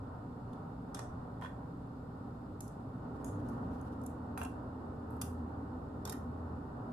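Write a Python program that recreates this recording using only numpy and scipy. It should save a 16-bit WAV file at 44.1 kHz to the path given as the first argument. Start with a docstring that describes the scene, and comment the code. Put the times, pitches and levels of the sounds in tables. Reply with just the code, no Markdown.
"""Toy truck on a stone floor

Indoors, in a hard room, on a stereo pair of microphones. In the foreground, to the right, a plastic toy
truck is pushed and handled: loose parts click, fingers knock its hollow body, and the room answers.
Behind it lie a mains hum and the muffled rumble of a street. The background gets louder
at about three seconds, then swells briefly; a distant engine revs, then idles."""
import sys
import numpy as np
from scipy import signal
from scipy.fft import rfft, irfft, next_fast_len
from scipy.io import wavfile
from scipy.ndimage import map_coordinates

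SR = 44100
rng = np.random.default_rng(int(sys.argv[2]) if len(sys.argv) > 2 else 0)


def wav_out(sig):
    """Save sig, one row per channel (or a flat mono array), as 16-bit PCM at SR to the path in sys.argv[1]."""
    wavfile.write(sys.argv[1], SR, np.round(np.clip(np.atleast_2d(sig).T, -1, 1) * 32767).astype(np.int16))


N = 305513

# loose parts snapping, and at 1.411 s a fingertip brushing the shell: (time [s], relative level [dB], treble
# [dB], middle [dB], body [dB], chatter decay [s], room tail [dB], left minus right [dB])
PART_CLICKS = [(0.5315, -59, -3, 7, 14, 0.0033, -5, -8), (0.9459, -39, -10, -1, -7, 0.0051, -6, -1),
               (0.9914, -43, -9, 10, -13, 0.0039, -6.5, -3), (1.411, -61.5, -6, 4, -6, 0.011, 6, -9),
               (2.606, -39, -7, -7, -12, 0.0025, -6.5, -3), (2.679, -51, -10, -7, -15, .002, -9, -6),
               (3.2446, -43.5, -10.5, -14, -9, 0.0022, -0.5, -1), (3.4858, -57, -4, 1, -11, 0.0036, -7, -5),
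               (3.495, -55.5, -1, 5, -11, .003, -7, -7), (3.812, -56, -3, -14, -10, 0.0026, -8, -12),
               (4.0147, -59, -4, -3, -12, .002, -4, -13), (4.036, -53, -2, -9, -14, 0.0026, -7, -19),
               (4.0628, -42.5, -6, -10, -18, 0.0033, -12, -8), (4.376, -44, 0, 0, -2, 0.0041, 0, -7),
               (4.3788, -40.5, 0.5, -2, -3, 0.0045, -5.5, -7), (4.4152, -48, -2, -4, -6, .005, -7, -10),
               (4.432, -43.5, -8, -14, -7, 0.007, -12, -12), (4.45, -47.5, -13, -5, -2, 0.0021, -11, -6),
               (5.1058, -56.5, 4, -5, -12, .002, -2, -12), (5.165, -59, 9, -5, -12, .002, -2, -9),
               (5.2141, -30, 1, 3.5, 0, 0.0077, -9.5, -1), (6.0528, -36.5, -3, 8.5, -10, 0.003, -8, -3),
               (6.074, -42, -3, 6, -10, 0.004, -13, -6), (6.0956, -33, -2.5, 4, -8, 0.0039, -12, -3.5),
               (6.1229, -36, 3.5, 9, -14, .005, -12.5, -4)]
# fingers on the hollow body: (time [s], relative level [dB], cavity [dB], panel pitch [Hz], panel [dB])
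FINGER_KNOCKS = [(0.947, -39, -13, 3490, -2.5), (0.970, -49, -12, 1810, 7.5),
                 (0.9915, -36.5, -14, 1810, -3), (1.413, -47, -10, 1810, -3), (1.421, -33.5, -5, 1790, -7),
                 (1.437, -42, -5, 1760, -5), (1.447, -35, -10, 3460, -11), (1.459, -44, -8, 1800, 7.5),
                 (4.375, -33.5, -1, 2650, -3), (4.389, -46, -13, 2440, -2), (4.4148, -34, 5.5, 2810, -4.5),
                 (4.429, -42, 3, 2670, -6), (4.4495, -48, -10, 2750, 7), (5.216, -38, -15, 2680, -7),
                 (6.053, -39.5, -4, 3570, -4), (6.076, -38.5, 4, 3750, -7), (6.0955, -43, -10, 3700, -1),
                 (6.125, -40, -10, 1840, 1)]
# the toy's resonances: (frequency [Hz], relative level [dB], t60 [s])
PART_MODES = [(2625, -3.5, 0.11), (3570, 1.5, 0.068), (4190, 1, 0.05), (4980, -1, 0.069),
              (5370, -2.5, 0.063), (6450, 4, 0.028), (7226, -2.5, 0.036), (9700, -7, 0.025),
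              (10760, 1, .035)]  # thin plastic parts
BODY_MODES = [(1026, 4, 0.025), (1310, -8, 0.056), (1524, -0.5, 0.039), (2447, -18, 0.073),
              (2830, -19, 0.054), (3270, -12, 0.05), (4040, -24, 0.075)]  # walls of the hollow body
CAVITY_MODES = [(758, 4.5, 0.04), (889, 5, 0.033)]  # the air inside it
# noise spectra: (frequency [Hz], relative level [dB])
SNAP_SPECTRUM = [(900, -16), (1700, -6), (2500, -1), (3500, -4), (4200, -4.5), (5300, 1.5), (8400, 3.5),
                 (11000, 7.5), (13000, 4)]  # plastic snapping
GRIT_SPECTRUM = [(1500, -10), (3000, 2), (5000, -3), (7000, -6), (12800, -7), (13500, -30)]  # wheels on stone
RUMBLE_SPECTRUM = [(20, -12.5), (43, -19), (55, -6), (70, -4), (100, 0.5), (140, -2), (175, -2),
                   (205, -5.5), (260, -22.5), (400, -99)]  # the street's bass through the walls
BOOM_SPECTRUM = [(130, -43), (195, -19.5), (222, 1.5), (240, 0), (258, 1.5), (300, -3), (350, -8),
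                 (470, -10.5), (600, -17.5), (900, -54), (1500, -110)]  # traffic booming in the room
RUSH_SPECTRUM = [(300, -12), (550, 1), (800, 4.5), (1100, 0), (1430, -2.5), (1650, -17), (1850, -15),
                 (2130, -35), (3000, -30.5), (4500, -110)]  # the traffic's midrange
HISS_SPECTRUM = [(1200, -19), (2200, 2), (2800, -1.5), (3600, 2), (3900, -3), (4300, 0.5), (5250, -1.5),
                 (5700, -11), (7000, -5.5), (9000, -7), (9700, -10.5), (12900, -8.5), (13400, -49)]  # microphone hiss
# an appliance's hum: (frequency [Hz], level [dB])
HUM_PARTIALS = [(60, -61), (120, -55)]
# the hard room's decay: (frequency [Hz], t60 [s])
ROOM_DECAY = [(500, 0.38), (3000, 0.27), (8000, 0.31), (13000, 0.24)]
# how alike diffuse sound is at the two microphones: (frequency [Hz], coherence [0-1])
MIC_COHERENCE = [(60, 1), (130, 0.99), (250, 0.98), (380, 0.78), (550, 0.32), (1000, 0), (2000, 0.0092),
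                 (12000, 0)]


def clicks(level_db=-6, attack_s=0.00017, grit_db=3, shared=0.4, bounce_s=0.0029, bounce_db=-3):
    """Up front, each snap starts sharply, chatters for milliseconds and leaves the thin parts ringing."""
    out, t = np.zeros((2, N)), np.arange(SR // 10) / SR
    # a nearby surface returns each snap
    bounce = lambda hz: 1 + amp(bounce_db) * np.exp(-2j * np.pi * hz * bounce_s)
    for s, db, treble, middle, body, decay_s, wet_db, pan_db in PART_CLICKS:
        # tiny contacts of uneven size, partly common to both microphones
        sizes = amp(grit_db * np.repeat(rng.standard_normal(len(t)), SR // 2000)[:len(t)])
        chatter = sizes * (rng.standard_normal((2, len(t))) + shared * rng.standard_normal(len(t)))
        crack = coloured(chatter, SNAP_SPECTRUM) * np.exp(-(t / decay_s) ** 2)
        snap = (crack + amp(-14) * ring(PART_MODES, t)) * (1 - np.exp(-t / attack_s))
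        # each contact has its own brightness, and each spot on the shell its own peaks and dips
        colour = [(3000, body), (4800, middle), (7000, 0), (9000, 0), (12300, treble)]
        shell = lambda hz: standing_waves(hz, depth_db=3, spacing_hz=450)[0]
        snap = filtered(snap, lambda hz: amp(along(colour, hz)) * shell(hz) * bounce(hz))
        snap /= snap[:, :SR // 200].std()  # the first 5 ms set the level
        add(out, s, amp(db + level_db) * in_room(snap, pan_db, wet_db, build_s=0.0096, gap_s=0.0047))
    return out


def knocks(level_db=-3, thud_db=-3, thud_t60=0.038, panel_t60=0.023, attack_s=0.0006):
    """A fingertip thuds softly and rings the toy's walls, the air inside and the panel it lands on."""
    out, t = np.zeros((2, N)), np.arange(SR // 8) / SR
    # (frequency [Hz], relative level [dB])
    contact = [(300, -27), (900, 10), (1500, 7.5), (2100, -6.5), (3300, -11.5), (6000, -24.5),
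               (12000, -38)]
    for s, db, cavity_db, panel_hz, panel_db in FINGER_KNOCKS:
        thud = coloured(rng.standard_normal((2, len(t))), contact) * decay(t, thud_t60)
        knock = ring(BODY_MODES, t) + amp(thud_db) * thud
        knock += amp(cavity_db) * ring(CAVITY_MODES, t)
        knock += amp(panel_db) * ring([(panel_hz, 0, panel_t60)], t)
        knock *= amp(db + level_db) * (1 - np.exp(-t / attack_s))
        add(out, s, in_room(knock, pan_db=-4, wet_db=-3, build_s=0.0024, gap_s=0.0016))
    return out


def ring(modes, t, detune=0.018, phase_spread=0.18):
    """Damped modes, a little different at each contact and at each microphone."""
    out = np.zeros((2, len(t)))
    for hz, db, t60 in modes:
        cycles = hz * (1 + detune * rng.normal()) * t + rng.random()
        cycles = cycles + phase_spread * rng.normal(size=(2, 1))
        out += amp(db + 2 * rng.normal(size=(2, 1))) * decay(t, t60) * np.sin(2 * np.pi * cycles)
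    return out / np.linalg.norm(amp([db for _, db, _ in modes]))


def wheels(start_s=3.13, stop_s=4, edge_s=0.069, level_db=-79, bumps_db=4):
    """The small wheels whisper unevenly over the stone while the truck rolls."""
    rolling = rise(start_s, edge_s) - rise(stop_s, edge_s)
    grit = coloured(rng.standard_normal((2, N)), GRIT_SPECTRUM)
    return amp(level_db + bumps_db * wobble(60)) * rolling * grit


def in_room(x, pan_db, wet_db, build_s, gap_s, wall_s=0.011, wall_db=-15.5):
    """The microphones get the direct sound, the nearest wall's echo and a tail of multiplying echoes."""
    hz, t, noise = signal.stft(rng.standard_normal((2, SR // 2)), SR, nperseg=256)
    build_up = 1 - np.exp(-np.maximum(t - gap_s, 0) / build_s)
    fade = decay(t, along(ROOM_DECAY, hz)[:, None])
    tail = signal.istft(noise * build_up * fade, SR, nperseg=256)[1]
    response = amp(wet_db) * tail / np.linalg.norm(tail[0])
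    response[:, 0] += unit(amp([pan_db / 2, -pan_db / 2]))
    response[:, round(wall_s * SR)] += amp(wall_db)
    return signal.fftconvolve(x, response, axes=1)


def street(step_s=3.06, swell_s=3.55):
    """Far traffic, muffled by walls, booms in the room. The background gets louder, then swells briefly."""
    step, surge = rise(step_s, 0.14), swell(swell_s, 0.37)
    rumble_db = -48 - 1.35 * step + 3.9 * surge
    boom_db = -49.5 + 3.24 * step + 2.7 * surge
    rush_db = -55 + 3.26 * step + 2.7 * surge
    rush_db += 3 * swell(0.79, 0.58)  # an earlier, slower swell of the rush alone
    rumble = amp(rumble_db) * diffuse(RUMBLE_SPECTRUM, depth_db=0.5)
    boom = amp(boom_db) * diffuse(BOOM_SPECTRUM, depth_db=3)
    rush = amp(rush_db + 1.16 * wobble(8)) * diffuse(RUSH_SPECTRUM, depth_db=2.5)
    return rumble + (boom + rush) * amp([[-0.5], [0.5]])  # slightly to the right


def engine(rev_s=3.37, rev_hz=99.7, rev_db=-41.5, idle_s=3.62, idle_hz=82.2, idle_db=-49.5, stop_s=6.65):
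    """Far off, one rev falls to an unsteady idle; its third harmonic lies near a room resonance."""
    settled, stopped = rise(idle_s, 0.037), rise(stop_s, 0.037)
    idle = amp(idle_db + 2 * wobble(5)) * (settled - stopped)
    gain = amp(rev_db) * swell(rev_s, 0.066) + idle
    hz = rev_hz + (idle_hz - rev_hz) * settled + wobble(9.6)
    phase = 2 * np.pi * np.cumsum(hz) / SR
    third = amp(-7) * np.sin(3 * phase + wobble(12))
    return gain * np.sqrt(2) * (np.sin(phase) + third)


def hum(drift_rad=0.51):
    """In the background an appliance hums on multiples of the mains frequency."""
    t = np.arange(N) / SR
    return sum(amp(db) * np.sqrt(2) * np.sin(2 * np.pi * hz * t + drift_rad * wobble(3.89))
               for hz, db in HUM_PARTIALS)


def hiss(left_db=-77.5, right_db=-77):
    """Each microphone has its own faint, uneven hiss."""
    colour = lambda hz: amp(along(HISS_SPECTRUM, hz)) * standing_waves(hz, depth_db=4.5, spacing_hz=70.4)
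    return amp([[left_db], [right_db]]) * unit(filtered(rng.standard_normal((2, N)), colour))


def diffuse(spectrum, depth_db):
    """Noise of rms 1 from all around: the two microphones agree only in the bass."""
    angle = lambda hz: np.arccos(np.clip(along(MIC_COHERENCE, hz), -1, 1)) / 2
    colour = lambda hz: amp(along(spectrum, hz)) * standing_waves(hz, depth_db, spacing_hz=16)
    response = lambda hz: colour(hz) * [np.cos(angle(hz)), np.sin(angle(hz))]
    mid, side = filtered(rng.standard_normal((2, N)), response)
    return unit(np.array([mid + side, mid - side]))


def standing_waves(hz, depth_db, spacing_hz):
    """Rounded peaks and deep dips that reflections leave in a spectrum, for two channels."""
    knots = rng.standard_normal((2, int(SR / 2 / spacing_hz) + 4))
    ripple = np.array([map_coordinates(k, [hz / spacing_hz]) for k in knots])
    return amp(depth_db * np.minimum(ripple, np.tanh(ripple)))


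def amp(db):
    """Decibels to gain."""
    return 10 ** (np.asarray(db) / 20)


def unit(x):
    """x at rms 1."""
    return x / np.sqrt(np.mean(x ** 2) + 1e-20)


def along(points, hz):
    """Interpolate (frequency [Hz], value) points on a log axis."""
    frequencies, values = np.transpose(points)
    return np.interp(np.log(hz + 1), np.log(frequencies + 1), values)


def filtered(x, response):
    """x through a frequency response."""
    n = x.shape[-1]
    padded = next_fast_len(n + SR // 8)
    return irfft(rfft(x, padded) * response(np.fft.rfftfreq(padded, 1 / SR)), padded)[..., :n]


def coloured(x, spectrum):
    """x shaped by a spectrum, at rms 1."""
    return unit(filtered(x, lambda hz: amp(along(spectrum, hz))))


def decay(t, t60):
    """A fall of 60 dB every t60 seconds."""
    return np.exp(-np.log(1000) * t / t60)


def wobble(rate):
    """A smooth random curve, rate knots a second."""
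    return map_coordinates(rng.standard_normal(int(N * rate / SR) + 4), [np.arange(N) * rate / SR])


def rise(s, edge_s):
    """A smooth step from 0 to 1 around time s."""
    return (1 + np.tanh((np.arange(N) / SR - s) / edge_s)) / 2


def swell(s, width_s):
    """A bell of height 1 around time s."""
    return np.exp(-((np.arange(N) / SR - s) / width_s) ** 2)


def add(track, s, sound):
    """Mix a stereo sound into the track at time s."""
    part = track[:, round(s * SR):][:, :sound.shape[1]]
    part += sound[:, :part.shape[1]]


def scene():
    """The toy in the foreground, the street beyond the walls, hum and hiss underneath."""
    return clicks() + knocks() + wheels() + street() + engine() + hum() + hiss()


def record(dry, top_hz=13200):
    """The recorder cuts off steeply above its band limit."""
    return filtered(dry, lambda hz: 1 / np.sqrt(1 + (hz / top_hz) ** 120))


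dry = scene()
out = record(dry)
wav_out(out)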